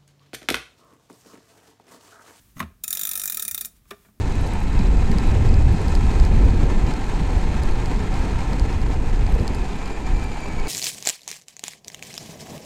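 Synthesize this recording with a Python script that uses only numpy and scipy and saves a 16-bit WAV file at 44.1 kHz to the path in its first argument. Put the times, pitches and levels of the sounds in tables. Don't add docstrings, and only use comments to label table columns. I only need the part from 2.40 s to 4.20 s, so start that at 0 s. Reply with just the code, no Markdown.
import sys
import numpy as np
from scipy import signal
from scipy.fft import rfft, irfft, next_fast_len
from scipy.io import wavfile

SR = 44100
rng = np.random.default_rng(int(sys.argv[2]) if len(sys.argv) > 2 else 0)


def invert_db(level):
    return 10 ** (np.asarray(level, dtype=float) / 20)


def bounce(signal):
    frames = np.transpose(np.atleast_2d(signal))
    limited = np.clip(frames, -1, 1)
    pcm = np.round(limited * 32767).astype(np.int16)
    wavfile.write(sys.argv[1], SR, pcm)


N = 79380

# (frequency [Hz], density [dB per Hz])
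AIR_SPECTRUM = [(22, -17), (45, 7), (100, -4.5), (190, -5), (480, -23.5), (1200, -27), (5000, -32),
                (16000, -29.5)]
# (time [s], level [dB], start pitch [Hz], end pitch [Hz], decay [s])
FLEXES = [
    (.208, -34.5, 103.4, 72, .017),
    (.157, -39, 195, 184, 0.0088),
    (1.1, -49.5, 99, 79, .014),
    (1.516, -47.5, 210, 205, 0.0063),
    (.2022, -22, 1070, 1075, 0.0015),
    (.2022, -21, 2136, 1930, 0.00046),
]
# (time [s], level [dB])
BRUSH_LEVEL = [(0, -61.5), (.1, -63.5), (0.147, -69), (0.174, -52.5), (.21, -59), (.26, -72), (.4, -95),
               (1.3, -84), (1.37, -61.5), (1.42, -85), (1.49, -60), (1.562, -66.5), (1.66, -63), (1.8, -90)]
# (frequency [Hz], density [dB per Hz])
BRUSH_SPECTRUM = [(300, -38), (1000, -3.5), (2500, -6), (4700, -8), (10700, -4.5), (16000, -7.5)]
# (time
# [s], peak level [dB], contact brightness [Hz], contact length [s])
FIRST_KNOCKS = [
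    (.163, -35.5, 206, 0.023),
    (.168, -41, 2500, 0.00084),
    (.180, -50, 12000, 0.005),
    (.194, -34, 14500, 0.00094),
    (.202, -20, 4320, 0.0014),
    (.215, -34, 890, 0.013),
    (.227, -33, 3500, 0.00072),
    (.238, -24, 241, 0.0022),
    (.249, -67, 2530, 0.0013),
]
LAST_KNOCKS = [
    (1.452, -62, 6100, 0.0019),
    (1.501, -66, 12000, 0.001),
    (1.507, -32.5, 8300, 0.0043),
    (1.515, -40, 1505, 0.00053),
    (1.527, -46.5, 1480, 0.0022),
]
HAND_TOUCHES = [
    (.300, -56.5, 1500, 0.024),
    (1.617, -63, 8000, .0016),
    (1.648, -51, 2500, 0.012),
    (1.665, -56, 910, .01),
    (1.685, -49, 1100, 0.0078),
    (1.755, -61, 1010, .004),
]
# (frequency [Hz], level [dB], T60 [s])
FIRST_BENCH_MODES = [(9900, -38, 0.014), (174, 0.5, 0.077), (220, -4, 0.093), (258.4, -7.5, 0.12),
                     (380, -16.5, 0.099), (633, -6.5, 0.05), (1092, 4.5, 0.035), (1290, 7, 0.014),
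                     (1777, -3, 0.015), (1985, 1.5, .025), (2600, 3.5, 0.0098), (3650, -4.5, 0.036),
                     (6460, 2, 0.033)]
LAST_BENCH_MODES = [(212, -4.5, 0.15), (404.6, -5, 0.14), (661, -0.5, 0.056), (1036, -9.5, 0.051),
                    (1180, -5.5, 0.074), (1412, 0, 0.033), (1817, 5, 0.017), (2210, -0.5, 0.021),
                    (2450, 1, 0.013), (3130, -17, 0.0079), (3480, -2, 0.016), (3780, -6, 0.012),
                    (5580, -3, 0.0079)]
# (frequency [Hz], density [dB per Hz])
CLATTER_SPECTRUM = [(40, -50), (120, -50), (400, -18), (1200, -1.5), (2500, -4.5), (5000, -15.5),
                    (12000, 0)]
# (time [s], peak level [dB])
TIP_TICKS = [(0.4355, -25), (0.475, -33), (0.502, -33), (.5415, -25), (0.567, -30), (0.6163, -12.5),
             (0.632, -26), (.688, -37), (.7388, -15), (0.763, -14), (0.786, -26), (0.8216, -47),
             (0.853, -40), (0.9305, -21), (0.966, -30), (1.0025, -20), (1.0196, -21), (1.077, -25),
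             (1.0929, -22), (1.1415, -27), (1.152, -19.5), (1.1905, -26), (1.2085, -16), (1.244, -31),
             (1.2563, -14)]
# (time [s], peak level [dB], cam ring [dB], rim ring [dB], web ring [dB])
TEETH = [(0.4379, -16, -34.5, -30.5, -28.5), (0.4786, -16, -38, -30.5, -27), (0.5051, -15, -40, -31.5, -24),
         (0.5278, -10, -27.5, -35, -25), (0.5501, -15, -40.5, -37, -36), (0.5712, -15, -28.5, -31.5, -29.5),
         (0.5932, -14, -34, -37, -29.5), (0.612, -13, -32, -37, -45), (0.6325, -17, -33.5, -34.5, -25),
         (0.6516, -11.5, -31.5, -36, -41), (0.6708, -15.5, -33.5, -34.5, -33),
         (0.6905, -12.5, -36.5, -36, -31), (0.7127, -14.5, -30.5, -30.5, -27.5),
         (0.7335, -16.5, -36.5, -39, -37), (0.7538, -12.5, -34, -34, -25.5),
         (0.7747, -13.5, -34.5, -38, -26), (0.796, -17.5, -32, -31.5, -25), (0.8159, -19, -36, -33, -28),
         (0.8358, -12, -41, -37, -29.5), (0.856, -12.5, -33.5, -35, -33), (0.8759, -16, -35.5, -29, -33),
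         (0.8979, -11.5, -30, -41, -27.5), (0.9213, -14, -37.5, -34.5, -28),
         (0.9449, -14.5, -32, -34, -31.5), (0.9705, -15.5, -35.5, -32.5, -27),
         (0.9955, -13.5, -30.5, -30, -32), (1.0234, -12.5, -38, -35, -26.5), (1.05, -19, -37, -34, -26),
         (1.0797, -13.5, -36, -35, -27), (1.1109, -14.5, -37, -33.5, -28.5),
         (1.1451, -14.5, -34, -35.5, -26.5), (1.1775, -14, -34, -36.5, -38),
         (1.21, -16.5, -36.5, -32, -25.5), (1.2473, -16.5, -37.5, -37.5, -34)]
# (frequency [Hz], density [dB per Hz])
CRACK_SPECTRUM = [(500, -52), (1000, -49), (1500, -2.5), (3000, -42.5), (5000, -4), (9000, 0), (14000, -1),
                  (16000, 2)]
# (frequency [Hz], level [dB], T60 [s])
SHEAVE_MODES = [(11900, -8, .007), (12620, -3, .008), (13100, -4, .007), (13330, -4, .007),
                (13650, -3, .008), (13950, -1, .009), (14350, -2, .007), (14600, -2, .007),
                (14850, 0, .008), (15300, -8, .006)]
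RIM_MODES = [(4600, -20, 0.064), (5350, -13, 0.036), (5775, -7.5, 0.031), (6220, -20, 0.054),
             (6740, -14, 0.036), (7097, -1.5, 0.027), (7503, -7, 0.019), (8460, -9.5, 0.025)]
WEB_MODES = [(9130, -6.5, 0.017), (9520, -8, 0.028), (9800, -0.5, 0.023), (10250, -11, 0.015),
             (10920, -10.5, 0.019)]
CAM_MODES = [(3560, -6, .009), (3640, -2, .011), (3710, 0, .013), (3790, -2, .011), (3880, -7, .009)]
PLATE_MODES = [(1295, -1, 0.1), (1717, -6, 0.038), (1810, -1.5, 0.048), (2138, -4, 0.033),
               (2420, 3.5, 0.041), (2556, -2.5, 0.047)]
HUM_MODES = [(212.4, -3, 0.14), (401.3, -13.5, 0.29), (674, -8, 0.096)]

SETTLE_S, SETTLE_DB = 0.013, -7
RING_SETTLE_DB = SETTLE_DB - 3.5
RISE_S, PLATE_RISE_S, HUM_RISE_S = 0.0002, 0.0014, 0.015
STRIKE_DB, MODE_SCATTER_DB = 15, 2


def ring(x, hz, t60):
    r = invert_db(-60 / (t60 * SR))
    w = 2 * np.pi * hz / SR
    return signal.lfilter([0, np.sin(w)], [1, -2 * r * np.cos(w), r * r], x + 1e-18)


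def highpass(x, hz, order):
    return signal.sosfilt(signal.butter(order, hz, "high", fs=SR, output="sos"), x)


def colour(x, points, shape=None):
    p = np.array(points)
    edges = 20 * 2 ** np.arange(0, 10.5, 0.5)
    out = 0
    for k, (lo, hi) in enumerate(zip(edges, edges[1:])):
        hz = np.sqrt(lo * hi)
        source = x * shape(hz) if shape else x
        band = signal.sosfilt(signal.butter(2, [lo, hi], "band", fs=SR, output="sos"), source)
        gain = invert_db(np.interp(np.log(hz), np.log(p[:, 0]), p[:, 1]))
        out = out + gain * (-1) ** k * band
    return out


def rms_one(x):
    return x / np.sqrt(np.mean(x ** 2) + 1e-20)


def dying(s, db, decay_s):
    clicks = np.zeros(N)
    np.add.at(clicks, (np.asarray(s) * SR).astype(int), invert_db(db))
    return signal.lfilter([1], [1, -np.exp(-1 / (decay_s * SR))], clicks + 1e-18)


def contacts():
    hit = rng.random(N) < 9000 / SR
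    height = invert_db(3.5 * np.minimum(rng.exponential(1, N), 4))
    return rms_one(hit * height * rng.choice([-1, 1], N))


def room_air():
    noise = colour(rng.standard_normal(N + SR), AIR_SPECTRUM)
    return invert_db(-58.5) * rms_one(noise[SR:])


def workshop(x):
    t60_s, wall_cut_hz = 0.32, 19000
    size = next_fast_len(N + SR)
    hz = np.arange(size // 2 + 1) * SR / size
    response = 0
    for lag in rng.uniform(0.008, 0.04, 10):
        delay = np.exp(-2j * np.pi * hz * lag)
        loop = invert_db(-60 * lag / t60_s) * delay / (1 + 1j * hz / wall_cut_hz)
        response = response + loop / (1 - loop)
    return irfft(rfft(x, size) * response, size)[:N]


def flex():
    out = 0
    for s, db, start_hz, end_hz, decay in FLEXES:
        u = np.maximum(np.arange(N) / SR - s, 0) / decay
        hz = end_hz + (start_hz - end_hz) * np.exp(-u / 2)
        swell = u ** 2 * np.exp(2 - u) / 4
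        out = out + invert_db(db) * swell * np.sin(2 * np.pi * np.cumsum(hz * (u > 0)) / SR)
    return out


def brush():
    s, db = np.transpose(BRUSH_LEVEL)
    fibres = colour(rng.standard_normal(N) + 0.5 * contacts(), BRUSH_SPECTRUM)
    return invert_db(np.interp(np.arange(N) / SR, s, db)) * rms_one(fibres)


def knocks(rows, modes, body_db, late):
    times, levels, brights, _ = np.transpose(rows)
    push = 0
    for s, db, hz, length in rows:
        dull = signal.butter(2, hz, fs=SR, output="sos")
        push = push + signal.sosfilt(dull, rng.standard_normal(N)) * dying([s], [db], length)

    def lag(hz):
        return late * np.sqrt(400 / hz)

    def clatter_envelope(hz):
        band_db = levels + 1.5 - 10 * np.log10(1 + (hz / brights) ** 4)
        return dying(times + lag(hz), band_db, 0.012 * (1000 / hz) ** 0.22)

    clatter = colour(rng.standard_normal(N), CLATTER_SPECTRUM, clatter_envelope)
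    body = 0
    for k, (hz, db, t60) in enumerate(modes):
        delayed = np.roll(push, int(lag(hz) * SR))
        body = body + invert_db(db) * ring(delayed, hz, t60) * (-1) ** k
    return invert_db(-2.5) * highpass(push, 850, 2) + clatter + invert_db(body_db - 11.5) * body


def ticks():
    grains = contacts() * dying(*np.transpose(TIP_TICKS), 0.0026)
    rings = sum(invert_db(db) * ring(grains, hz, t60) for hz, db, t60 in WEB_MODES + SHEAVE_MODES)
    return invert_db(-6) * highpass(grains, 8200, 2) + invert_db(-33.5) * rings


def pawl(rows, plate_db, chatter_s):
    s, peak_db, cam_db, rim_db, web_db = np.transpose(rows)
    luck = rng.standard_normal((len(s), 45))
    grains = contacts()

    def force(db, settle_db, rise):
        soft = np.exp(-1 / (rise * SR))
        blow_and_rattle = dying(s, db, chatter_s) + dying(s, db + settle_db, SETTLE_S)
        return signal.lfilter([1 - soft], [1, -soft], blow_and_rattle)

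    crack = colour(grains * force(peak_db, SETTLE_DB, RISE_S), CRACK_SPECTRUM)
    out = invert_db(-11.5) * highpass(crack, 1100, 4)
    # (modes, blow [dB], rattle under blow [dB], rise [s])
    parts = [(SHEAVE_MODES, peak_db - 17.5, RING_SETTLE_DB, RISE_S),
             (RIM_MODES, rim_db - 4.5, RING_SETTLE_DB, RISE_S),
             (WEB_MODES, web_db - 6, RING_SETTLE_DB, RISE_S),
             (CAM_MODES, cam_db - 6, -12.5, RISE_S),
             (PLATE_MODES, plate_db - 13, RING_SETTLE_DB, PLATE_RISE_S),
             (HUM_MODES, -65, 0, HUM_RISE_S)]
    k = 0
    for modes, blow_db, settle_db, rise in parts:
        for hz, db, t60 in modes:
            level = blow_db + db - 10.5 + MODE_SCATTER_DB * luck[:, k]
            drive = np.roll(grains, 977 * k) * force(level, settle_db, rise)
            if rise == RISE_S:
                drive = drive + (-1) ** k * dying(s + 2 * RISE_S, level + STRIKE_DB, 1 / SR)
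            out += ring(drive, hz, t60)
            k += 1
    return out


def scene():
    teeth = list(TEETH)
    near = pawl(teeth[::2], plate_db=-40.5, chatter_s=0.0027)
    near = near + pawl(teeth[1::2], plate_db=-42, chatter_s=0.0018)
    near = near + ticks()
    near = near + knocks(FIRST_KNOCKS, FIRST_BENCH_MODES, body_db=-6.5, late=0)
    near = near + knocks(LAST_KNOCKS, LAST_BENCH_MODES, body_db=-7.5, late=0.0062)
    near = near + knocks(HAND_TOUCHES, LAST_BENCH_MODES, body_db=-16.5, late=0)
    return (near + invert_db(-25) * workshop(near) + flex() + brush() + room_air())[None]


def roll_off(x):
    return signal.sosfilt(signal.butter(12, 16650, fs=SR, output="sos"), x)


def record(dry):
    steep = signal.ellip(12, 0.5, 50, 15850, fs=SR, output="sos")
    mix = signal.sosfilt(steep, dry) + invert_db(-46) * dry
    return roll_off(mix)


dry = scene()
out = record(dry)
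bounce(out)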